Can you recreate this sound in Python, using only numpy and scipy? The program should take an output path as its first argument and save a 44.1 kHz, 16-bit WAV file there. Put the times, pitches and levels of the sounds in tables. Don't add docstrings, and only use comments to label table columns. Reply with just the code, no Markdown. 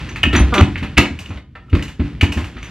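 import sys
import numpy as np
from scipy import signal
from scipy.fft import rfft, irfft
from scipy.io import wavfile
from scipy.ndimage import uniform_filter1d

SR = 44100
rng = np.random.default_rng(int(sys.argv[2]) if len(sys.argv) > 2 else 0)


def put_to_file(sound):
    columns = np.atleast_2d(sound).T
    safe = np.clip(columns, -1, 1)
    whole_steps = np.round(safe * 32767)
    wavfile.write(sys.argv[1], SR, whole_steps.astype(np.int16))


N = 119070


def amp(db):
    return 10 ** (np.asarray(db) / 20)


def evened(x):
    return x / np.sqrt(np.mean(x ** 2) + 1e-20)


def peaked(x):
    return x / np.abs(x).max()


def read(points, hz):
    point_hz, value = np.transpose(points)
    return np.interp(np.log(hz + 1), np.log(point_hz + 1), value)


def add(mix, start_s, sound):
    part = mix[round(start_s * SR):][:len(sound)]
    part += sound[:len(part)]


def colour(x, points):
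    gain = amp(read(points, np.fft.rfftfreq(x.shape[-1], 1 / SR)))
    return irfft(rfft(x) * gain, x.shape[-1])


def band(x, lo_hz, hi_hz):
    return signal.sosfilt(signal.butter(3, [lo_hz, hi_hz], "band", fs=SR, output="sos"), x)


def near(modes, hz, reach):
    return -4.3 * (np.log(np.array(modes)[:, :1] / hz) / reach) ** 2


def ring(modes, weight_db, t):
    hz, db, t60_s = np.array(modes).T[:, :, None]
    phase = 2 * np.pi * rng.random((len(modes), 1))
    level = amp(db + weight_db - 60 * t / t60_s)
    return (level * np.sin(2 * np.pi * hz * t + phase)).sum(0)


def buzz(t, depth):
    smooth = uniform_filter1d(uniform_filter1d(rng.standard_normal(len(t)), 120), 120)
    return 1 + depth * evened(smooth)


def knock(start_s, db, hz, clatter_db, low_mid_db, treble_db, contact_s):
    # frequency in Hz, relative level in dB, t60 in seconds.
    wood = [(1053, 7.5, 0.16), (1232, 1.5, 0.4), (1331, 16, 0.065), (1804.4, 8.5, 0.046), (2064, 10, 0.014),
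            (2272, 1.5, 0.042), (2557, 1.5, 0.028), (2695, -8, 0.069), (2881, 2.5, 0.055),
            (3090, 3.5, 0.019), (3603, 3, 0.042)]
    # frequency in Hz, relative level in dB.
    clatter_spectrum = [(400, -18.5), (900, -5.5), (1500, 2), (2600, 3.5), (3500, -4.5), (4500, -11.5),
                        (6000, -35.5)]
    low_mid_hz, treble_hz, air_hz, air_db = (430, 1050), (3400, 7400), (7400, 13150), -7.5
    rise_s, reach, joint_buzz = 0.0017, 0.14, .45

    t = np.arange(SR // 4) / SR
    rise = 1 - np.exp(-(t / rise_s) ** 2)
    touch = rng.standard_normal((3, len(t))) * np.exp(-t / max(contact_s, 5e-4)) * rise
    modes = rise * buzz(t, joint_buzz) * ring(wood, near(wood, hz, reach), t)
    clatter = colour(touch[0], clatter_spectrum)
    low_mid = band(touch[1], *low_mid_hz)
    treble = band(touch[2], *treble_hz) + amp(air_db) * band(touch[2], *air_hz)
    sound = (peaked(modes) + amp(clatter_db) * peaked(clatter)
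             + amp(low_mid_db) * peaked(low_mid) + amp(treble_db) * peaked(treble))
    return start_s, amp(db) * sound


def thud(start_s, db, hz, t60_s, boards_db, boards_hz):
    # frequency in Hz, relative level in dB, t60 in seconds.
    floor_modes = [(119.9, -1, 0.39), (158.3, 1, 0.18), (204.8, -3.5, 0.18), (248.2, 1.5, 0.14),
                   (288.4, -1.5, 0.31), (313.1, -6.5, 0.2), (338.1, -4.5, 0.24), (375, 1, 0.12),
                   (467, -3, 0.085), (630, -3.5, .08)]
    boom_rise_s, boards_rise_s, reach = 0.006, 0.0033, 0.33

    t = np.arange(SR // 2) / SR
    decay = amp(-60 * t / np.clip(t60_s, .03, .45))
    boom = decay * np.sin(2 * np.pi * hz * t) * (1 - np.exp(-(t / boom_rise_s) ** 2))
    boards = ring(floor_modes, near(floor_modes, boards_hz, reach), t) * (1 - np.exp(-t / boards_rise_s))
    return start_s, amp(db) * (boom + amp(boards_db) * peaked(boards))


def clink(start_s, db, hz):
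    # frequency in Hz, relative level in dB, t60 in seconds.
    bolt = [(4300, -8, .05), (6010, 1, .11), (6885, -7, .13), (9210, 0, .1), (10930, 0, .07)]
    rise_s, reach, thread_buzz = 0.0031, .16, .75

    t = np.arange(SR // 4) / SR
    modes = ring(bolt, near(bolt, hz, reach), t)
    return start_s, amp(db) * modes * buzz(t, thread_buzz) * np.minimum(t / rise_s, 1)


def creak():
    # time in seconds, slips per second, level in dB.
    creak_course = [(.522, 245, -31), (0.53, 243, -14), (.545, 232, -22), (.560, 200, -17.5),
                    (0.578, 198, -17.5), (0.606, 194, -15), (0.616, 250, -41)]
    # frequency in Hz, relative level in dB.
    joint = [(300, 1), (600, -3.5), (950, -4.5), (1220, 3.5), (1450, -2), (2000, -34), (4000, -17.5)]
    slip_jitter = .025

    s, slips_per_s, db = np.transpose(creak_course)
    t = np.arange(s[0], s[-1], 1 / SR)
    wobble = evened(uniform_filter1d(rng.standard_normal(len(t)), 200))
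    turns = np.cumsum(np.interp(t, s, slips_per_s) * (1 + slip_jitter * wobble)) / SR
    slips = sum(np.cos(2 * np.pi * k * turns + 0.261 * k ** 2) for k in range(1, 16))
    return s[0], amp(np.interp(t, s, db)) * evened(colour(slips, joint))


def drag():
    # time in seconds, rattle level in dB, rumble level in dB.
    drag_course = [(0, -34.5, -28.5), (0.198, -45, -29), (.5, -37, -22.5), (.95, -47, -33),
                   (1.381, -46.5, -38), (1.452, -72, -46), (1.7, -60, -41.5), (1.76, -34, -16.5),
                   (1.97, -58, -42), (2.05, -41.5, -30), (2.2, -52, -31.5), (2.5, -49.5, -34),
                   (2.7, -41.5, -35)]
    # frequency in Hz, relative level in dB per Hz.
    rattle_spectrum = [(250, -13.5), (450, -1.5), (1500, 3), (2700, 3), (4000, -6), (12000, -30),
                       (16000, -59)]
    # frequency in Hz, relative level in dB per Hz.
    rumble_spectrum = [(25, -22), (55, 6), (105, 0.5), (300, -9), (500, -23), (1100, -59.5)]
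    ticks_per_s = 8000

    s, rattle_db, rumble_db = np.transpose(drag_course)
    t = np.arange(N) / SR
    chance = rng.random(N) < ticks_per_s / SR
    ticks = evened(colour(rng.standard_normal(N) * chance, rattle_spectrum))
    rumble = evened(colour(rng.standard_normal(N), rumble_spectrum))
    return amp(np.interp(t, s, rattle_db)) * ticks + amp(np.interp(t, s, rumble_db)) * rumble


def room(x):
    # frequency in Hz, t60 in seconds.
    room_decay = [(60, 0.34), (250, 0.34), (1000, 0.29), (3000, 0.26), (7000, 0.3), (14000, 0.18)]
    predelay_s = .004

    hz, t, z = signal.stft(rng.standard_normal(SR // 2), SR, nperseg=256)
    decay = amp(-60 * t / read(room_decay, hz)[:, None])
    tail = signal.istft(z * decay, SR, nperseg=256)[1]
    tail *= np.clip(np.arange(len(tail)) / (SR * predelay_s) - 1, 0, 1)
    return signal.fftconvolve(x, tail / np.linalg.norm(tail))[:N]


def hush():
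    # frequency in Hz, relative level in dB per Hz.
    hush_spectrum = [(25, 13.5), (70, 17), (125, 32.5), (340, -9.5), (500, -27), (2300, -30),
                     (15000, -65.5)]
    hush_db = -51.5
    return amp(hush_db) * evened(colour(rng.standard_normal((2, N)), hush_spectrum))


def two_ports(direct, centre, side_hush):
    # frequency in Hz, level in dB.
    side_spectrum = [(60, -58), (120, -29.5), (250, -20.5), (700, -14.5), (2400, -20), (4400, -8.5),
                     (8000, -7.5), (15000, -23.5)]
    port_lag_s, wide_db = 2.6e-5, -1.5

    lag = np.exp(-2j * np.pi * np.fft.rfftfreq(N, 1 / SR) * port_lag_s)
    left = irfft(rfft(centre) * lag, N)
    wide = amp(wide_db) * colour(room(direct) + side_hush, side_spectrum)
    return np.array([left + wide, centre - wide])


def scene():
    # start in seconds, level in dB, struck pitch in Hz, then clatter, low-mid
    # and treble in dB over the struck modes, contact decay in seconds.
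    knock_events = [(.088, -29, 2340, 5, -27, -13, 0.011), (.157, -21.5, 2300, 1.5, -15, -15.5, 0.024),
                    (0.2306, -2, 2750, -10, -21, -19, 0.0038), (.234, -9.5, 1820, -20, -11, -35, 0.0019),
                    (0.2355, -3.5, 2710, -6, -20, -40, 0.0013), (.253, -13, 2650, -17, -7.5, -41, 0.0034),
                    (.328, -18, 1470, 6, -3.5, -11, 0.046), (.349, -9.5, 1760, -0.5, -11, -24, 0.025),
                    (.387, -17, 1220, -7, -3.5, -42, 0.016), (.418, -31, 2300, 6, 7, -13, 0.013),
                    (.538, -22, 2330, 11.5, 7, 0, 0.016), (0.579, -15.5, 3180, 9, -25, -17.5, 0.0068),
                    (.608, -15, 2690, 9.5, 6, -7.5, 0.0031), (.756, -11.5, 2305, -11, -21.5, -58, 0.013),
                    (.777, -32, 2500, 7.5, -16, -7, 0.015), (0.826, -28.5, 2410, 6.5, -0.5, -11, 0.022),
                    (0.969, -14.5, 2580, 2, -8, -40, 0.011), (.975, -7, 2300, 3.5, -28, -7.5, 0.0086),
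                    (.980, -6, 2380, 10.5, 3, -2.5, 0.0031), (1.054, -15.5, 2320, -6, -10, -38, 0.0082),
                    (1.188, -24, 2630, -7, -12.5, -8, 0.021), (1.256, -27.5, 2780, -8, -19, -14.5, 0.013),
                    (1.303, -35.5, 1270, 5.5, 1.5, -15.5, 0.026),
                    (1.371, -36.5, 1850, 5.5, -0.5, -16.5, 0.0092),
                    (1.552, -27.5, 1690, -7, -9, -28.5, 0.018), (1.682, -43, 1430, -16, -9.5, -34, 0.006),
                    (1.697, -40, 2800, -6, -15, -11, 0.0065), (1.728, -26, 1420, 7.5, -1, -30, 0.011),
                    (1.75, -23, 2280, 2.5, 3, -13, 0.0053), (1.793, -24.5, 2140, -4, -10, -31, 0.0046),
                    (1.823, -21, 2680, -3, -13.5, -8, 0.016), (1.879, -30, 2600, 0.5, -13, -8, 0.025),
                    (1.996, -31.5, 1260, 4.5, 5.5, -21, 0.017), (2.2096, -5, 2580, -5.5, -21, -18.5, 0.011),
                    (2.229, -16.5, 2080, 2, -0.5, -9.5, 0.013), (2.320, -17, 2700, -6, -14, -10, 0.022),
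                    (2.371, -29, 1060, 7.5, 2, -5.5, 0.039), (2.441, -25.5, 2650, -4.5, -13, -12, 0.034),
                    (2.566, -32.5, 1640, 4.5, -8, -29, 0.015),
                    (2.627, -24.5, 2310, -2.5, -31, -17.5, 0.034)]
    # start in seconds, boom level in dB, boom pitch in Hz, boom t60 in seconds
    # (held to .03-.45), boards in dB over the boom, boards pitch in Hz.
    thud_events = [(.010, -31, 61.7, 0.34, -8, 148), (0.236, -7.5, 71, 0.16, -10.5, 250),
                   (0.258, -11, 62, 0.65, 0, 214), (0.33, -10.5, 92.6, 0.6, -1, 340),
                   (0.353, -7.5, 74.6, 0.81, -2, 205), (.398, -1, 64, 0.4, -10, 192),
                   (0.53, -16, 57, 0.13, -18, 243), (0.577, -15.5, 70.8, 0.44, 8, 310),
                   (.607, 8, 84.5, 0.11, -12.5, 170), (.678, -19, 104, 0.15, -2.5, 250),
                   (0.757, -16.5, 88.6, 0.17, -11, 273), (.821, -14.5, 63, 0.18, -1, 200),
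                   (0.972, 0.5, 68.5, 0.14, -8.5, 212), (0.981, -9, 115, 0.2, 6.5, 290),
                   (1.017, -21.5, 118.5, 0.2, 7.5, 291), (1.102, -21.5, 81.4, 0.33, 2.5, 202),
                   (1.136, -38.5, 69, 0.22, -4, 201), (1.293, -16, 92.5, 0.15, -6.5, 193),
                   (1.35, -21.5, 65.9, 0.21, -17, 250), (1.728, 7, 83.8, 0.077, -16.5, 280),
                   (1.994, -6, 75.2, 0.16, -6.5, 231.5), (2.038, -9, 59, 0.089, -9, 186),
                   (2.2252, 9, 82.5, 0.062, -16.5, 250), (2.289, -10, 83, 0.09, -7.5, 192),
                   (2.363, -10, 76, 0.25, -5.5, 220), (2.409, -14, 95, 0.13, -9, 244),
                   (2.549, -29, 55.6, 0.54, -5, 280)]
    # start in seconds, level in dB, struck pitch in Hz.
    clink_events = [(0.092, -36.5, 5560), (.358, -21.5, 6000), (.359, -40, 9800), (0.394, -33.5, 9000),
                    (0.541, -23, 5400), (.582, -33.5, 6250), (0.827, -45, 7360), (1.288, -50, 6980),
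                    (1.340, -51, 7170), (1.734, -59, 9600), (2.322, -51, 8100), (2.584, -52, 5950),
                    (2.626, -40, 5900), (2.655, -48, 6000)]
    knock_room_db, other_room_db = -4.5, -14

    knocks, others = np.zeros((2, N))
    for row in knock_events:
        add(knocks, *knock(*row))
    for row in thud_events:
        add(others, *thud(*row))
    for row in clink_events:
        add(others, *clink(*row))
    add(others, *creak())
    direct = knocks + others + drag()
    centre_hush, side_hush = hush()
    reverb = room(amp(other_room_db) * others + amp(knock_room_db) * knocks)
    return two_ports(direct, direct + reverb + centre_hush, side_hush)


def record(dry):
    drive_db, bass_cut_hz, edge_hz = .6, 30.6, 16000
    knee = 14.
    bass_cut = signal.butter(2, bass_cut_hz, "high", fs=SR, output="sos")
    x = amp(drive_db) * signal.sosfilt(bass_cut, dry)
    clipped = x / (1 + np.abs(x) ** knee) ** (1 / knee)
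    band_limit = signal.firwin(101, edge_hz, window=("kaiser", 2), fs=SR)
    return signal.oaconvolve(clipped, band_limit[None], "same")


dry = scene()
out = record(dry)
put_to_file(out)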